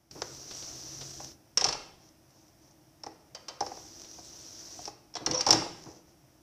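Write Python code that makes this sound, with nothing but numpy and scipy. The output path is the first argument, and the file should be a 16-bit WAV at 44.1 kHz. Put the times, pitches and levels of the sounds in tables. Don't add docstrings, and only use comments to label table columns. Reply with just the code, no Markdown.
import sys
import numpy as np
from scipy import signal
from scipy.fft import rfft, irfft
from scipy.io import wavfile
from scipy.ndimage import uniform_filter1d

SR = 44100
rng = np.random.default_rng(int(sys.argv[2]) if len(sys.argv) > 2 else 0)


def unload_audio(sound):
    columns = np.transpose(np.atleast_2d(sound))
    steps = np.round(np.clip(columns, -1, 1) * 32767)
    wavfile.write(sys.argv[1], SR, steps.astype(np.int16))


N = 283122

# frequency in Hz, relative density in dB.
AIR_SPECTRUM = [(20, -23), (55, -2), (140, 0), (250, -6.5), (320, -1.5), (430, -13.5), (640, -7),
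                (1100, -17), (4300, -25), (5600, -13.5), (7100, -26)]
HISS_SPECTRUM = [(240, -28), (400, -7.5), (670, -1.5), (816, -8), (2290, -14), (3770, -9.5), (4460, -4.5),
                 (5850, 8), (8300, -20), (15000, -23)]
RUMBLE_SPECTRUM = [(20, -25), (60, 1.5), (140, -4.5), (230, -7.5), (330, 3.5), (650, -30), (1200, -27.5)]
RASP_SPECTRUM = [(1500, -44), (3400, 1), (4600, 5), (8000, 5), (11000, -20)]
TICK_SPECTRUM = [(2000, -20.5), (3500, -19), (4700, -9.5), (5450, 0), (6000, -6.5), (6700, -16),
                 (10000, -34.5), (15000, -50)]
CLANG_SPECTRUM = [(250, -20), (500, 11), (1100, 8.5), (1700, -3), (4600, 0.5), (7500, -16), (12000, -43)]
KNOCK_SPECTRUM = [(150, -32), (350, -6.5), (600, -3.5), (800, -1.5), (1030, -6), (1400, -14.5), (2500, -23),
                  (5000, -58)]
BOOM_SPECTRUM = [(20, -24.5), (140, 1.5), (215, -8), (330, 3), (500, -6), (1000, -34), (3000, -48)]
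SNAP_SPECTRUM = [(220, -44), (340, 14), (1500, 5.5), (2600, -6.5), (4300, 1.5), (5700, 8.5), (7500, -8),
                 (14000, -63)]
SEAM_SPECTRUM = [(500, 7.5), (1700, -2.5), (2400, -1), (4800, 8), (14000, -38)]
ROOM_SPECTRUM = [(150, 2), (480, 1), (830, 0.5), (1300, 4.5), (4700, -3), (5450, -5.5), (6200, -3)]

# frequency in Hz, width in Hz, level in dB.
AIR_DRONES = [(132, 12, -74), (318, 38, -69.5)]
# frequency in Hz, T60 in seconds.
ROOM_DECAY = [(200, 1), (1000, 0.56), (3000, 0.68), (6000, 0.49), (14000, 0.88)]
# delay in seconds, gain in dB.
REFLECTIONS = [(.0031, -25.5), (.0056, -14)]
# frequency in Hz, relative level in dB.
BRIGHT_RING_MODES = [(4480, -13), (4830, -9), (5400, -1), (5630, -2), (5850, -6), (6220, -11), (7200, -17)]
# ratio to the tock's pitch, relative level in dB.
SHELL_MODES = [(0.529, -13), (0.792, -13), (1, -0.5)]
# frequency in Hz, relative level in dB, T60 in seconds.
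FRAME_MODES = [(134, -10, .6), (157, -9, .6), (334, -1, .42), (346, 0, .4), (442, -3, .3), (505, 1, .36),
               (614, 0, .3), (1114, 0, .28), (2580, 6, .6), (2705, 2, .6), (3505, 3, .33)]
WIRE_MODES = [(515, -11, .2), (1240, -10, .17), (3100, -7, .12), (4620, 1, .045), (4760, -1, .11),
              (6220, -1, .05)]

# start and end in seconds, hiss and rumble in dB.
STROKES = [(0.103, 1.317, -51, -53.5), (3.604, 4.887, -51.5, -56)]
# peak in seconds, added hiss and rumble in dB, length in seconds.
SWEEPS = [(0.28, -68, -70, 0.53), (0.643, -48.5, -71.5, 0.64), (0.997, -50.5, -64.5, 0.53),
          (1.232, -56, -70, 0.24), (4.68, -56, -91, 1)]
# time in seconds,
# tick and knock in dB.
PAD_HITS = [(0.111, -35, -51), (1.199, -45.5, -36), (3.035, -31, -34.5), (3.064, -34.5, -37.5),
            (3.606, -22, -28.5), (3.663, -31.5, -31), (3.769, -40.5, -38.5), (4.854, -27, -44),
            (4.876, -30, -37), (5.139, -36.5, -46.5)]
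REST_HITS = [(1.573, -7.5, -41), (1.6107, -15, -41), (1.642, -8.5, -30), (1.663, -21, -30.5),
             (1.687, -16.5, -23.5), (1.726, -21.5, -36), (5.153, -25.5, -34.5), (5.165, -29, -29.5),
             (5.262, -13.5, -48), (5.2661, -26, -21.5), (5.311, -18.5, -54.5), (5.408, -14, -33),
             (5.4649, -15, -19.5), (5.474, -17.5, -21.5), (5.487, -15, -19), (5.5059, -2.5, -19),
             (5.527, -5, -22)]
# time in seconds, level in dB.
THUDS = [(0.152, -48.5), (1.663, -45), (3.06, -53.5), (5.204, -47), (5.267, -41), (5.293, -38.5),
         (5.509, -33), (5.535, -33), (5.858, -48.5)]
SEAMS = [(0.508, -44), (0.622, -46), (1.009, -43.5), (4.044, -53.5)]
PINGS = [(3.349, -33), (3.484, -29)]
# time in seconds, level in dB, pitch in Hz.
TOCKS = [(1.2, -39, 804), (1.618, -26.5, 774), (1.653, -24, 765), (1.748, -31.5, 853), (3.065, -34, 822),
         (3.608, -24, 805), (3.6215, -28, 799), (3.716, -34.5, 760), (4.185, -41, 713), (4.79, -38.5, 704),
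         (4.877, -31.5, 815), (5.467, -20, 791), (5.489, -20.5, 840), (5.531, -21, 817), (5.618, -29, 860),
         (5.66, -33.5, 683)]
# middle in seconds, level in dB, length in seconds.
RUBS = [(2.048, -65.5, 0.16), (2.4, -68.5, 0.3), (2.663, -68, 0.19), (5.868, -59, 0.36), (6.1, -67, 0.12)]
# time in seconds, level in dB, squeak pitch in Hz.
SKID_CURVE = [(5.331, -46, 6060), (5.336, -29.5, 5850), (5.35, -23.5, 5650), (5.359, -29, 5570),
              (5.367, -30.5, 5520), (5.377, -31, 5690), (5.387, -33, 5570), (5.398, -26.5, 5570),
              (5.407, -35, 5700)]


def amp(db):
    return 10 ** (np.asarray(db) / 20)


def unit(x):
    return x / np.sqrt(np.mean(x ** 2) + 1e-20)


def read(points, hz):
    table_hz, value = np.transpose(points)
    return np.interp(np.log(hz + 1), np.log(table_hz + 1), value)


def level(curve):
    at_s, db = np.transpose(curve)[:2]
    return amp(np.interp(np.arange(N) / SR, at_s, db, left=-150, right=-150))


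def add(mix, at_s, sound):
    part = mix[round(at_s * SR):][:len(sound)]
    part += sound[:len(part)]


def colour(x, spectrum, size=4096):
    log_gain = np.log(amp(read(spectrum, abs(np.fft.fftfreq(size, 1 / SR)))))
    taps = np.fft.ifft(np.exp(np.conj(signal.hilbert(log_gain)))).real
    return signal.fftconvolve(x, taps[:size // 2])[:len(x)]


def noise(spectrum):
    return unit(colour(rng.standard_normal(N), spectrum))


def whistle(hz, width_hz):
    pole = np.exp(-np.pi * width_hz / SR)
    white = rng.standard_normal(N) + 1j * rng.standard_normal(N)
    drift = signal.lfilter([1 - pole], [1, -2 * pole, pole * pole], white)
    carrier = np.exp(2j * np.pi * np.cumsum(hz * np.ones(N)) / SR)
    return unit((drift * carrier).real)


def wander(rate_hz):
    knots = rng.standard_normal(N // 20)
    return unit(np.interp(np.arange(N) / SR * rate_hz, np.arange(len(knots)), knots))


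def friction(spectrum, snags_per_s, spread_db, snag_gain):
    snags = (rng.random(N) < snags_per_s / SR) * rng.standard_normal(N)
    snags *= amp(spread_db * np.minimum(rng.exponential(1, N), 4))
    return unit(colour(rng.standard_normal(N) + snag_gain * unit(snags), spectrum))


def envelope(t, t60_s, rise_s):
    return (1 - np.exp(-t / rise_s)) * amp(-60 * t / t60_s)


def burst(spectrum, t60_s, rise_s, bounce_gain=0, bounce_s=.005, size=6000):
    t = np.arange(size) / SR
    rebound = bounce_gain * (t > bounce_s) * amp(-60 * abs(t - bounce_s) / t60_s)
    shape = envelope(t, t60_s, rise_s) + rebound
    phase = np.angle(rfft(shape * rng.standard_normal(size)))
    chatter = irfft(np.exp(1j * phase), size) * np.sqrt(shape)
    peak_power = uniform_filter1d(shape ** 2, size=220, mode="constant").max()
    return unit(colour(chatter, spectrum)) * np.sqrt(np.mean(shape ** 2) / peak_power)


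def ringing(modes):
    t = np.arange(SR) / SR
    return sum(amp(db - 60 * t / t60_s) * np.sin(2 * np.pi * hz * t) for hz, db, t60_s in modes)


def air(noise_db=-62.5, hush_db=-6, hush_end_s=.11):
    drone = sum(amp(db) * whistle(hz, width_hz) for hz, width_hz, db in AIR_DRONES)
    hush = amp(hush_db * (np.arange(N) / SR < hush_end_s))
    return hush * (amp(noise_db) * noise(AIR_SPECTRUM) + drone)


def stroke_gains(grip_s=.048, press_db=16.5, press_s=.047, lift_db_per_s=428, relax_db_per_s=168):
    t = np.arange(N) / SR
    hurry, lean, slide, push = np.zeros((4, N))
    for peak_s, hiss_db, rumble_db, length_s in SWEEPS:
        arch = np.hanning(round(length_s * SR))
        add(hurry, peak_s - length_s / 2, amp(hiss_db) * arch)
        add(lean, peak_s - length_s / 2, amp(rumble_db) * arch)
    for start_s, end_s, hiss_db, rumble_db in STROKES:
        down_s, lifted_s = np.maximum(t - start_s, 0), np.maximum(t - end_s, 0)
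        grip = 1 - np.exp(-down_s / grip_s)
        landing_db = press_db * np.exp(-down_s / press_s)
        slide += grip * (amp(hiss_db) + hurry) * amp(-lift_db_per_s * lifted_s)
        push += grip * (amp(rumble_db + landing_db) + lean) * amp(-relax_db_per_s * lifted_s)
    return slide, push, lean


def ironing(slide, push, lean):
    hiss = friction(HISS_SPECTRUM, snags_per_s=500, spread_db=3.5, snag_gain=.45)
    hiss *= amp(.8 * wander(70))
    rumble = noise(RUMBLE_SPECTRUM)
    judder_hz = 133 + 4 * wander(22.85)
    judder = np.sin(2 * np.pi * np.cumsum(judder_hz) / SR) * amp(13.5 + 2 * wander(19.1))
    return slide * hiss + amp(-4) * push * rumble + lean * judder


def rasp(slide):
    grain = friction(RASP_SPECTRUM, snags_per_s=260, spread_db=-3, snag_gain=.59)
    return amp(-11.5 + 4.8 * wander(12)) * grain * slide ** 2 / slide.max()


def clack(tick_db, clang_db, mode_count=40):
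    t = np.arange(6000) / SR
    root_hz = np.linspace(np.sqrt(350), np.sqrt(9500), mode_count)
    clang_hz = (root_hz + rng.uniform(-.65, .45, mode_count)) ** 2
    spot = np.exp(2j * np.pi * rng.random(mode_count)) * amp(4 * rng.standard_normal(mode_count))
    weight = spot * amp(read(CLANG_SPECTRUM, clang_hz)) * clang_hz ** .51
    partials = np.cos(2 * np.pi * clang_hz[:, None] * t + np.angle(weight)[:, None])
    clang = unit(abs(weight) @ partials) * envelope(t, t60_s=.068, rise_s=.00082)
    bright_ring = np.zeros(len(t))
    for hz, db in BRIGHT_RING_MODES:
        detuned_hz = hz * (1 + .012 * rng.standard_normal())
        bright_ring += amp(db) * np.sin(2 * np.pi * (detuned_hz * t + rng.random()))
    bright_ring *= envelope(t, t60_s=.035, rise_s=.0008)
    tick = burst(TICK_SPECTRUM, t60_s=.028, rise_s=.0004, bounce_gain=.22, bounce_s=.0052)
    return amp(tick_db) * (amp(-7) * bright_ring + amp(-12) * tick) + amp(clang_db) * clang


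def knock(db):
    thump = amp(-9.5) * burst(KNOCK_SPECTRUM, t60_s=.044, rise_s=.0018)
    boom = amp(-27) * burst(BOOM_SPECTRUM, t60_s=.14, rise_s=.0068)
    return amp(db) * (thump + boom)


def blows(clang_db_per_tick_db=.41, knock_lag_s=.00203):
    clacks, knocks = np.zeros((2, N))
    for hits, surface_db in (REST_HITS, -25.5), (PAD_HITS, -43.5):
        for at_s, tick_db, knock_db in hits:
            add(clacks, at_s, clack(tick_db, surface_db + clang_db_per_tick_db * tick_db))
            add(knocks, at_s + knock_lag_s, knock(knock_db))
    return clacks, knocks


def reflected(x):
    out = x.copy()
    for delay_s, db in REFLECTIONS:
        add(out, delay_s, amp(db) * x)
    return out


def frame(x):
    return amp(-56.5) * signal.fftconvolve(x, ringing(FRAME_MODES))[:N]


def room(x, build_s=.0033):
    hz, t, bands = signal.stft(rng.standard_normal(SR), SR, nperseg=256)
    decay = amp(-60 * t / read(ROOM_DECAY, hz)[:, None])
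    tail = signal.istft(bands * decay, SR, nperseg=256)[1]
    tail *= 1 - np.exp(-np.arange(len(tail)) / SR / build_s)
    return signal.fftconvolve(colour(x, ROOM_SPECTRUM), tail / np.linalg.norm(tail))[:N]


def thuds():
    out = np.zeros(N)
    for at_s, db in THUDS:
        boom = burst(BOOM_SPECTRUM, t60_s=.29, rise_s=.0057)
        thump = burst(KNOCK_SPECTRUM, t60_s=.33, rise_s=.00243)
        add(out, at_s, amp(db) * (boom + amp(-3.5) * thump))
    return out


def thermostat(at_s=.2188, db=-28.5):
    out = np.zeros(N)
    add(out, at_s, amp(db) * burst(SNAP_SPECTRUM, t60_s=.048, rise_s=.00011))
    return out


def seams():
    out = np.zeros(N)
    for at_s, db in SEAMS:
        add(out, at_s, amp(db) * burst(SEAM_SPECTRUM, t60_s=.16, rise_s=.001))
    return out


def tocks():
    out, t = np.zeros(N), np.arange(6000) / SR
    swell = 2 * envelope(t, t60_s=.042, rise_s=.0031)
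    for at_s, db, hz in TOCKS:
        shell = sum(amp(mode_db) * np.sin(2 * np.pi * ratio * hz * t) for ratio, mode_db in SHELL_MODES)
        add(out, at_s, amp(db) * swell * shell + knock(db - .5))
    return out


def finger_rubs():
    gain = np.zeros(N)
    for middle_s, db, length_s in RUBS:
        add(gain, middle_s - length_s / 2, amp(db) * np.sqrt(np.hanning(round(length_s * SR))))
    rub = friction(HISS_SPECTRUM, snags_per_s=90, spread_db=3.5, snag_gain=.6)
    rub *= amp(1.3 * wander(35))
    pad = noise(KNOCK_SPECTRUM)
    return gain * (amp(2) * rub + amp(-5) * pad)


def pings(lead_s=.002):
    out = np.zeros(N)
    for at_s, db in PINGS:
        tick = burst(TICK_SPECTRUM, t60_s=.047, rise_s=.0025, bounce_gain=.077, bounce_s=.035)
        clang = burst(CLANG_SPECTRUM, t60_s=.12, rise_s=.0021, bounce_gain=.08, bounce_s=.023)
        add(out, at_s - lead_s, amp(db - 8.5) * tick + amp(db - 15) * clang)
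        add(out, at_s, amp(db - 12) * ringing(WIRE_MODES))
    return out


def skid():
    at_s, _, hz = np.transpose(SKID_CURVE)
    squeak_hz = np.interp(np.arange(N) / SR, at_s, hz)
    squeak = whistle(squeak_hz, width_hz=480) * amp(3 * wander(150))
    scrape = friction(CLANG_SPECTRUM, snags_per_s=670, spread_db=-6.5, snag_gain=.46)
    return level(SKID_CURVE) * (amp(-5) * squeak + amp(-13) * scrape)


def groan(pitch_hz=512):
    phase = 2 * np.pi * np.cumsum(pitch_hz + 7 * wander(220)) / SR
    tone = np.sin(phase) + amp(-14) * np.sin(2 * phase)
    return level(SKID_CURVE) * tone * amp(-7.5 + wander(112))


def scene():
    clacks, knocks = blows()
    sharp = reflected(clacks) + skid()
    dull = knocks + tocks() + thuds()
    wires = reflected(pings())
    snap = thermostat()
    direct = sharp + dull + groan() + wires + snap + frame(amp(-6) * sharp + amp(-1) * dull)
    echo = room(amp(-4.5) * sharp + amp(-3.5) * wires + amp(-9.5) * (dull + snap))
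    slide, push, lean = stroke_gains()
    cloth = ironing(slide, push, lean) + rasp(slide) + seams() + finger_rubs()
    return (direct + echo + cloth + air())[None]


def record(dry):
    ceiling, cutoff_hz = .65, 15250
    rounded = ceiling * np.tanh(dry / ceiling)
    lowpass = signal.firwin(511, cutoff_hz, window=("kaiser", 9), fs=SR)
    return signal.oaconvolve(rounded, lowpass[None], "same")


dry = scene()
out = record(dry)
unload_audio(out)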